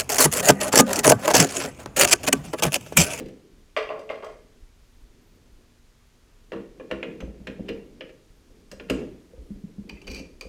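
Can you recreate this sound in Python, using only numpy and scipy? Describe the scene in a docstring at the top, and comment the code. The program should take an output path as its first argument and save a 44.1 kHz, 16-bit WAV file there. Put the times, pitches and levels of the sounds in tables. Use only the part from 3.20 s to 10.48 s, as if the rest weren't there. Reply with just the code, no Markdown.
"""A quiet home workshop with the lathe at rest, over a lamp hum, air rumble and microphone hiss.
Hands brush past and faint knocks sound; then a tool holder is set down on a shelf and rocks, ringing its modes.
Once something squeaks very high, a gliding sine. Another holder is knocked onto the tool post and clamped,
so the bed and its stand boom. Last a handwheel is cranked, its loose handle clicking and rattling.
The room answers the metal with a decaying tail of filtered noise."""
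import sys
import numpy as np
from scipy import signal
from scipy.io import wavfile

SR = 44100
rng = np.random.default_rng(int(sys.argv[2]) if len(sys.argv) > 2 else 0)


def to_wav(s):
    """Save 16-bit WAV."""
    ch = np.atleast_2d(s).T  # columns
    pcm = np.round(np.clip(ch, -1, 1) * 32767)  # PCM
    wavfile.write(sys.argv[1], SR, pcm.astype(np.int16))


def voltage_ratio(decibels):
    """Convert decibels (scalar or array-like) to amplitude ratios, 20 dB per decade."""
    exponent = np.asarray(decibels, float) / 20
    return 10 ** exponent


N = 321048
BAND_EDGES_HZ = 20 * 2 ** np.arange(0, 10, .5)   # half octaves
# modes of bed, stand and tool post, undamped: (frequency [Hz], width [Hz], relative level [dB])
LATHE_MODES = [(58.6, 8.3, 13), (125, 11.3, -4.5), (176.4, 19.6, -1.5), (199.3, 6.4, -5.5),
               (266, 11.6, -3.5), (336.2, 8.5, -6), (416, 30.3, 2), (460.3, 9.9, -5.5), (509.4, 33.8, 5),
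               (588, 40, 2), (686, 75, -5.5), (790, 83, -14), (1060, 210, -0.5), (1083, 95, -2.5),
               (1432, 94, -1), (1680, 260, 8), (1800, 150, 0.5), (2536, 410, 9), (3500, 400, 3),
               (2757, 130, 0.5), (2950, 190, -7), (4070, 165, 1), (4830, 230, 3.5), (5840, 88, -4.5),
               (6310, 110, -8), (6700, 90, -23), (8100, 330, -17), (11150, 190, -11), (13200, 460, -6)]


def rms_one(x):
    """Scale to rms 1."""
    return x / np.sqrt(np.mean(x ** 2) + 1e-20)


def at_hz(points, hz):
    """Read a spectrum on a log-frequency axis."""
    points = np.array(points)
    return np.interp(np.log(hz), np.log(points[:, 0]), points[:, 1])


def band(x, low_hz, high_hz):
    """Second-order band-pass."""
    return signal.sosfilt(signal.butter(2, [low_hz, high_hz], "band", fs=SR, output="sos"), x)


def drift(rate_hz):
    """Slow random wander of rms 1: noise through two equal low-pass poles at rate_hz."""
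    hop = 40   # computed at every 40th sample
    r = np.exp(-2 * np.pi * rate_hz * hop / SR)
    settle = 2000
    noise = rng.standard_normal(N // hop + settle + 2)
    slow = signal.lfilter([1], [1, -2 * r, r * r], noise)[settle:]
    return np.interp(np.arange(N) / hop, np.arange(len(slow)), rms_one(slow))


def coloured_noise(spectrum, patchy_db):
    """Half-octave bands of noise, each with its own level; they flicker jointly and singly; rms 1."""
    white = rng.standard_normal((2, N))   # neighbouring bands take different noise
    together = drift(3.1)
    out = 0
    for k, (low, high) in enumerate(zip(BAND_EDGES_HZ, BAND_EDGES_HZ[1:])):
        flicker_db = patchy_db * (together + drift(22.0))
        level_db = at_hz(spectrum, np.sqrt(low * high))
        out = out + voltage_ratio(level_db + flicker_db) * band(white[k % 2], low, high)
    return rms_one(out)


def swells(rows):
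    """Each row rises to its peak and fades, straight in dB; powers add."""
    rise_share = 0.72   # a swell rises in this share of its fading time
    t, power = np.arange(0, N, 40) / SR, 0
    for s, peak_db, fade_s in rows:
        fall = np.maximum((t - s) / fade_s, (s - t) / fade_s / rise_share)
        power = power + voltage_ratio(peak_db - 20 * fall) ** 2
    return np.interp(np.arange(N) / SR, t, np.sqrt(power))


def hum():
    """The lamp hums on a single sine whose level wavers slowly."""
    hum_hz, hum_db, waver_db = 239.5, -70, 1.8
    level = voltage_ratio(hum_db + waver_db * drift(2.8))
    return level * np.sin(2 * np.pi * hum_hz * np.arange(N) / SR)


def hiss():
    """Steady microphone hiss: noise with a fixed spectrum."""
    # (frequency [Hz], relative level [dB per Hz])
    hiss_spectrum = [(59, -5), (100, 5.5), (181, -6.5), (239, -18), (289, -30), (358, -8.5), (648, -12.5),
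                     (1080, -12.5), (6020, -18), (12000, -28.5), (17000, -9)]
    return voltage_ratio(-63) * coloured_noise(hiss_spectrum, patchy_db=0)


def rumble():
    """Low, patchy air noise that swells as the man's movements push air at the microphone."""
    # (frequency [Hz], relative level [dB per Hz])
    rumble_spectrum = [(20, 6.5), (35, 4.5), (55, -3), (90, -11), (160, -24), (300, -46.5)]
    # gusts: (time of the peak [s], level [dB], time to fade by 20 dB [s])
    gusts = [(0.8, -59, 1), (2.13, -53.5, 0.5), (2.87, -47.5, 0.04), (4.2, -55, 1.5), (5.72, -54, 0.5),
             (6.43, -51.5, 1.0), (6.95, -45, 0.3), (7.28, -53.5, 1.5)]
    still_air_db = -56.5
    air = np.hypot(voltage_ratio(still_air_db), swells(gusts))
    return air * coloured_noise(rumble_spectrum, patchy_db=3.0)


def brushing():
    """Hands and sleeves brush the machine: soft noise in swells."""
    # (frequency [Hz], relative level [dB per Hz])
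    brush_spectrum = [(100, -13), (180, -1), (350, 2), (500, -10), (800, -39), (2500, -27), (6000, -55)]
    # strokes: (time of the peak [s], level [dB], time to fade by 20 dB [s])
    strokes = [(0.0, -34.5, 0.24), (0.4, -59.5, 0.3), (0.75, -51.5, 0.3), (0.95, -56, 0.5), (1.23, -63, 1),
               (1.98, -60.5, 0.5), (2.2, -59, .5), (2.4, -62, 0.5), (3.1, -66, 0.9), (3.4, -39.5, 0.1),
               (3.62, -52.5, 0.5), (3.91, -40.5, 0.56), (4.46, -40, 0.49), (4.85, -52, 0.2),
               (5.35, -56, 0.54), (5.8, -34, 0.22), (6.08, -57, 1), (6.41, -52, 0.7), (6.69, -45.5, 0.22),
               (6.93, -41.5, 0.3), (7.28, -49, 0)]
    return swells(strokes) * coloured_noise(brush_spectrum, patchy_db=1.04)


def ring(clicks, hz, width_hz):
    """A unit click sets a sine of height 1 ringing; the wider the resonance, the sooner it dies."""
    r, w = np.exp(-np.pi * width_hz / SR), 2 * np.pi * hz / SR
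    return signal.lfilter([0, np.sin(w)], [1, -2 * r * np.cos(w), r * r], clicks + 1e-18)


def ringing_modes(at, columns_hz, strengths_db, modes, body_db, rise_cycles, chatter_db, chatter_s,
                  damping, grip_hz, shaking):
    """Each blow excites every mode of the body, as strongly as its spectrum reaches there."""
    chatters_per_s = 1200
    spot_db = 2 * rng.standard_normal((len(at), len(modes)))   # no two blows land on the same spot
    chatter = voltage_ratio(chatter_db) * rng.standard_normal(N) * (rng.random(N) < chatters_per_s / SR)
    out = np.zeros(N)
    for (hz, width_hz, mode_db), spot in zip(modes, spot_db.T):
        clicks = np.zeros(N)
        strength_db = np.array([at_hz(np.c_[columns_hz, row], hz) for row in strengths_db])
        np.add.at(clicks, at, voltage_ratio(strength_db + mode_db + body_db + spot))
        # the loose part chatters in its seat for a moment; such light taps hardly move the low modes
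        dying = signal.lfilter([0, 1], [1, -np.exp(-1 / SR / chatter_s)], clicks + 1e-18)
        clicks += min(1, hz / 900) * chatter * dying
        clicks += shaking * voltage_ratio(mode_db)
        width_hz = damping * width_hz + grip_hz
        # the motion spreads through the metal, so each mode swells over a few cycles
        out += ring(clicks, hz, width_hz) - ring(clicks, hz, width_hz + hz / rise_cycles)
    return out


def crunch(at, columns_hz, strengths_db, crunch_db, crunch_s):
    """The many small modes between the main ones blur to a dying burst of noise in each register."""
    contact_s = 0.0023   # the crunch builds while the faces meet, faster above 2500 Hz
    out = np.zeros(N)
    for hz, strength_db in zip(columns_hz, strengths_db.T):
        clicks = np.zeros(N)
        np.add.at(clicks, at, voltage_ratio(strength_db + crunch_db))
        decay_s = crunch_s + 4.7 / hz
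        dying = signal.lfilter([1], [1, -np.exp(-1 / SR / decay_s)], clicks + 1e-18)
        meeting = np.exp(-max(1, hz / 2500) / SR / contact_s)
        dying = signal.lfilter([1 - meeting], [1, -meeting], dying)
        crowding = min(1, hz / 1300) * max(1, hz / 4000)   # modes crowd higher up
        burst = rng.standard_normal(N) * dying * np.sqrt(SR / 2 / hz) * crowding
        burst = band(burst, hz / 1.6, hz * 1.3)
        out += band(burst, hz / 1.8, min(hz * 1.5, .45 * SR))
    return out


def struck(blows, registers, modes, body_db, crunch_db, crunch_s, rise_cycles, chatter_db, chatter_s,
           damping=1, grip_hz=0, shaking=0):
    """Blows, each with a strength per register, ring a body's modes and raise a crunch."""
    # centre of each register of a struck body: {name: frequency [Hz]}
    registers_hz = {"boom": 58, "thump": 200, "body": 480, "knock": 1100, "click": 2500, "treble": 6500}
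    blows = np.array(blows)
    columns_hz = np.array([registers_hz[name] for name in registers.split()])
    rising = np.argsort(columns_hz)
    columns_hz, strengths_db = columns_hz[rising], blows[:, 1:][:, rising]
    at = np.clip(np.round(blows[:, 0] * SR).astype(int), 0, N - 1)
    out = ringing_modes(at, columns_hz, strengths_db, modes, body_db, rise_cycles, chatter_db, chatter_s,
                        damping, grip_hz, shaking)
    if "treble" in registers:
        # the crunch reaches on above the treble
        spray_hz, under_treble_db = 12000, 14.0
        columns_hz = np.r_[columns_hz, spray_hz]
        strengths_db = np.c_[strengths_db, strengths_db[:, -1] - under_treble_db]
    return out + crunch(at, columns_hz, strengths_db, crunch_db, crunch_s)


def lathe():
    """Hard knocks ring the whole machine; a square blow, full and bright, also drives the bed."""
    # knocks on the tool post, relative levels: (time [s], click [dB], body [dB], knock [dB], treble [dB])
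    post_blows = [(0.0034, -44.5, -32.5, -67, -50.5), (0.059, -47, -40, -75, -56),
                  (0.0842, -46, -41.5, -62, -55.5), (3.3195, -36, -28, -31, -57.5),
                  (3.332, -41, -28, -34, -65), (3.36, -44, -42, -41, -70), (3.598, -46, -30.5, -40, -75),
                  (3.704, -49, -31, -43, -76), (3.712, -25, -17.5, -30, -49),
                  (3.8286, -25, -24.5, -32.5, -59), (4.004, -34, -34, -41, -53.5),
                  (4.2702, -27, -31, -38.5, -51), (4.484, -34, -41, -41, -55),
                  (4.489, -29, -24, -42.5, -51), (4.809, -29.5, -32, -41.5, -76),
                  (4.8932, -45, -43.5, -57, -68), (5.5146, -39, -43, -44.5, -41.5),
                  (5.5985, -34.5, -34, -43, -62), (5.688, -43, -46, -51, -70),
                  (5.6983, -23, -16.5, -26, -30.5)]
    s, click, body, knock, treble = np.transpose(post_blows)
    thump = (body + treble) / 2 + 7   # the bed's thump follows body and treble
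    boom = thump - 19   # the stand's boom follows the thump
    blows = np.c_[s, click, boom, thump, body, knock, treble]
    return struck(blows, "click boom thump body knock treble", LATHE_MODES, body_db=-0.91, crunch_db=-5.0,
                  crunch_s=0.0063, rise_cycles=6.5, chatter_db=-15.0, chatter_s=0.023)


def room(x):
    """A dense tail of echoes, each band of noise dying at its own rate, convolved with the sound."""
    # (frequency [Hz], time to die by 60 dB [s], relative level [dB])
    room_bands = np.array([(60, 0.72, -7), (200, 0.66, -7.5), (350, 0.57, -4), (614, 0.42, -3),
                           (1500, 0.38, -1), (3570, 0.39, -6), (7500, 0.43, -3), (13700, 0.2, -9)])
    first_echo_s = 0.007
    t = np.arange(int(.9 * SR)) / SR
    white, tail = rng.standard_normal((2, len(t))), 0
    for k, (low, high) in enumerate(zip(BAND_EDGES_HZ, BAND_EDGES_HZ[1:])):
        middle_hz = np.sqrt(low * high)
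        t60 = at_hz(room_bands[:, [0, 1]], middle_hz)
        level_db = at_hz(room_bands[:, [0, 2]], middle_hz)
        tail = tail + band(white[k % 2], low, high) * voltage_ratio(level_db - 60 * t / t60)
    # silent until the first echo, full at twice its delay
    tail = tail * np.clip(t / first_echo_s - 1, 0, 1) / np.sqrt(.04 * SR)
    return signal.fftconvolve(x, tail)[:N]


def shelf():
    """The holder lands on the shelf and rocks; each contact rings holder and shelf."""
    # contacts, relative levels: (time [s], click [dB], body [dB], knock [dB], treble [dB])
    rocking_blows = [(0.5646, -15, -24.5, -15.5, -43), (0.5714, -20.5, -20, -29, -44),
                     (0.6908, -36, -31, -28, -60), (0.697, -42, -31, -33, -65),
                     (0.7024, -34, -24.5, -26, -65), (0.7924, -46, -27.5, -44, -50.5),
                     (0.8919, -31.5, -33, -36, -58), (0.8995, -33, -28.5, -27.5, -55),
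                     (0.907, -33, -28, -28.5, -52.5), (1.0236, -40, -32, -34.5, -62),
                     (1.031, -42, -29.5, -26.5, -62), (1.0444, -43.5, -47, -32.5, -45.5),
                     (1.1024, -47.5, -38.5, -43, -65)]
    # modes of holder and shelf: (frequency [Hz], width [Hz], relative level [dB])
    shelf_modes = [(310, 45, -19), (345, 21, -14), (436, 7.5, -6), (494, 20, -2.5), (569, 26, -5),
                   (613.6, 63, 11.5), (761, 28, -8.5), (1080, 57, -5.5), (1140, 44, -5), (1310, 80, -28),
                   (1360, 45, -11.5), (1666, 47, -13), (2032, 91, -4.5), (2128, 80, -1.5),
                   (2353, 110, -0.5), (2467, 106, -2), (2706, 156, 1), (3190, 110, -0.5), (3440, 190, -1.5),
                   (4000, 170, -2.5), (4210, 46, -11), (4710, 62, -4), (4900, 47, -7), (5450, 170, -1),
                   (6000, 99, -2.5), (7000, 60, -26), (8060, 68, -7.5), (9200, 92, -22), (10700, 110, -9),
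                   (13500, 80, -16)]
    return struck(rocking_blows, "click body knock treble", shelf_modes, body_db=-5.5, crunch_db=-12.0,
                  crunch_s=0.0071, rise_cycles=5.2, chatter_db=-14.5, chatter_s=0.047)


def pings():
    """Short pings, some with a blow and some alone: each one ring, quick to swell, at its own pitch."""
    # (time [s], level [dB], frequency [Hz], width [Hz])
    short_pings = [(0.570, -17, 619, 35), (0.701, -27, 612, 40), (0.903, -22, 613, 35),
                   (0.904, -30, 1140, 40), (0.7924, -56, 4850, 25), (0.5714, -27, 2140, 90),
                   (0.691, -28, 2720, 100), (0.8921, -29, 2740, 100), (0.8995, -27.5, 2110, 80),
                   (3.6029, -42, 2430, 90), (3.610, -42.5, 1710, 80), (3.7118, -20, 1800, 150),
                   (3.713, -27, 2700, 90), (3.829, -21, 2510, 150), (3.830, -56, 6970, 30),
                   (4.006, -50, 6180, 40), (4.003, -35.5, 1500, 200), (4.2701, -31, 2970, 200),
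                   (4.272, -42, 5300, 250), (4.486, -29, 2930, 200), (4.490, -36.5, 4900, 250),
                   (4.8081, -28.5, 2900, 200), (4.810, -36, 1610, 200), (4.809, -39, 5060, 250),
                   (5.515, -37, 5100, 120), (5.5981, -30, 2680, 250), (5.700, -18, 2700, 120),
                   (6.134, -38.5, 495, 25), (6.7557, -46, 2590, 99.5), (6.770, -51, 2070, 25),
                   (6.706, -46, 903, 40), (6.773, -45, 2600, 50), (6.816, -43, 2720, 90),
                   (6.845, -52, 3040, 40)]
    out = np.zeros(N)
    for s, level_db, hz, width_hz in short_pings:
        start = int(s * SR)
        t = np.arange(min(SR // 5, N - start)) / SR
        height = voltage_ratio(level_db) * np.exp(-np.pi * width_hz * t) * (1 - np.exp(-hz * t / 0.77))
        out[start:][:len(t)] += height * np.sin(2 * np.pi * hz * t)
    return out


def squeak():
    """A thin, very high sine that jumps up a step, arches and falls."""
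    # (time [s], frequency [Hz], rms level [dB])
    squeak_path = [(2.005, 12250, -95), (2.014, 12300, -81.5), (2.046, 12600, -77.5), (2.056, 12600, -81),
                   (2.058, 14050, -84), (2.07, 14360, -76), (2.098, 14890, -79), (2.144, 15000, -81),
                   (2.16, 14520, -74.5), (2.17, 14150, -94)]
    s, hz, level_db = np.transpose(squeak_path)
    t = np.arange(N) / SR
    height = np.sqrt(2) * voltage_ratio(np.interp(t, s, level_db, left=-200, right=-200))
    return height * np.sin(2 * np.pi * np.cumsum(np.interp(t, s, hz)) / SR)


def thuds():
    """Soft thuds of hand, lever and carriage reach only the low modes, damped by the hand."""
    # relative levels: (time [s], thump [dB], boom [dB], body [dB])
    soft_blows = [(3.35, -29.5, -59, -38), (4.027, -28, -33.5, -36), (4.08, -32, -39.5, -42.5),
                  (4.203, -30.5, -46, -54), (4.286, -33, -49, -33), (4.395, -25.5, -44.5, -37.5),
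                  (4.508, -48, -50, -37), (5.303, -56, -80, -55), (5.531, -56, -67, -39),
                  (5.828, -35, -60, -41), (6.18, -52, -40.5, -53), (6.305, -25, -48, -60),
                  (6.361, -36, -70, -58), (6.497, -36, -70, -66), (6.64, -35, -72, -59),
                  (6.439, -26.5, -54, -68), (6.583, -24.5, -47, -62), (6.726, -29.5, -45, -61),
                  (6.888, -38, -41.5, -45), (6.918, -47, -40, -48), (7, -33, -46, -42),
                  (7.254, -38.5, -45.5, -42.5)]
    low_modes = [mode for mode in LATHE_MODES if mode[0] < 550]
    return struck(soft_blows, "thump boom body", low_modes, body_db=3.35, crunch_db=-2.0, crunch_s=0.0026,
                  rise_cycles=3.0, chatter_db=-21.0, chatter_s=0.055, damping=1.23, grip_hz=8.6)


def handle():
    """Clicks of the held handle are dry; let go, it rings, with uneven small taps while the wheel spins."""
    # clicks, relative levels: (time [s], click [dB], body [dB], knock [dB], treble [dB])
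    blows = np.array([(6.691, -46, -55, -50, -52), (6.6945, -31.5, -48, -38, -43),
                      (6.8167, -47, -58, -40, -52), (6.869, -43, -65, -37.5, -48),
                      (6.8762, -31.5, -31, -58, -45), (6.9085, -43, -52, -50, -50),
                      (6.9135, -39, -46, -45, -39), (6.9458, -38.5, -40, -39, -37),
                      (6.9612, -36, -37, -51, -46), (6.979, -41, -27, -62, -54),
                      (6.9954, -50, -47, -43, -49), (7.1004, -57, -58, -66, -65),
                      (7.21, -29.5, -27.5, -34, -35), (7.2231, -52, -29, -58, -59),
                      (7.2493, -64, -41, -49, -69)])
    # modes of the free handle: (frequency [Hz], width [Hz], relative level [dB])
    handle_modes = [(517, 52, -1.5), (870, 115, -1.5), (1460, 300, -15), (3500, 430, -6.5), (7350, 900, -7),
                    (2415, 7, -16.5), (2455, 69, -2), (2382, 70, -0.5), (2680, 25, -11), (2900, 140, -2),
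                    (4120, 55, -9), (4573, 190, 3.5), (4670, 126, -1), (5570, 280, 3), (6000, 83, -8),
                    (6390, 51, -10.5), (7700, 110, -19), (9200, 170, -16), (10500, 400, -11),
                    (11800, 400, -10), (13590, 500, -16), (14900, 500, -14)]
    spin_start_s, spin_length_s = 6.87, 0.13
    grows_db_per_s, dies_db_per_s, taps_per_s = 24, 900, 1500
    t = np.arange(N) / SR - spin_start_s
    # the handle shakes harder as the wheel spins, then stops
    rattle_db = -58 + grows_db_per_s * np.minimum(t, spin_length_s)
    rattle_db = rattle_db - dies_db_per_s * np.maximum(t - spin_length_s, 0)
    sizes = voltage_ratio(3.3 * np.minimum(rng.exponential(1, N), 4)) * rng.choice([-1, 1], N)
    taps = (t > 0) * voltage_ratio(rattle_db) * sizes * (rng.random(N) < taps_per_s / SR)
    free = np.abs(blows[:, 0] - spin_start_s - spin_length_s / 2) < spin_length_s
    ringing = struck(blows[free], "click body knock treble", handle_modes, body_db=-0.81, crunch_db=-9.5,
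                     crunch_s=0.0055, rise_cycles=8.9, chatter_db=-14.0, chatter_s=0.013, shaking=taps)
    # a hand on the handle widens each of its modes by 25 Hz
    held = struck(blows[~free], "click body knock treble", handle_modes, body_db=-0.57, crunch_db=-9.0,
                  crunch_s=0.003, rise_cycles=8.0, chatter_db=-14.5, chatter_s=0.015, grip_hz=25.0)
    return ringing + held


def scene():
    """Metal in the room over the quiet background."""
    background = hum() + hiss() + rumble() + brushing() + squeak()
    metal = lathe() + shelf() + pings() + handle()
    soft = thuds()
    # the hand stays on, so less of a thud reaches the room
    echoes = room(metal + voltage_ratio(-2) * soft)
    return (metal + soft + echoes + background)[None]


def roll_off(x):
    """The treble ends steeply here."""
    return signal.sosfilt(signal.butter(12, 16440, fs=SR, output="sos"), x)


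def record(dry):
    """The microphone rounds the highest peaks and the top is cut."""
    ceiling = 0.45
    rounded = ceiling * np.tanh(dry / ceiling)
    top_cut = signal.cheby2(12, 40, 16600, fs=SR, output="sos")   # 40 dB down from 16600 Hz up
    mix = signal.sosfilt(top_cut, rounded)
    return roll_off(mix)


dry = scene()
out = record(dry)
to_wav(out)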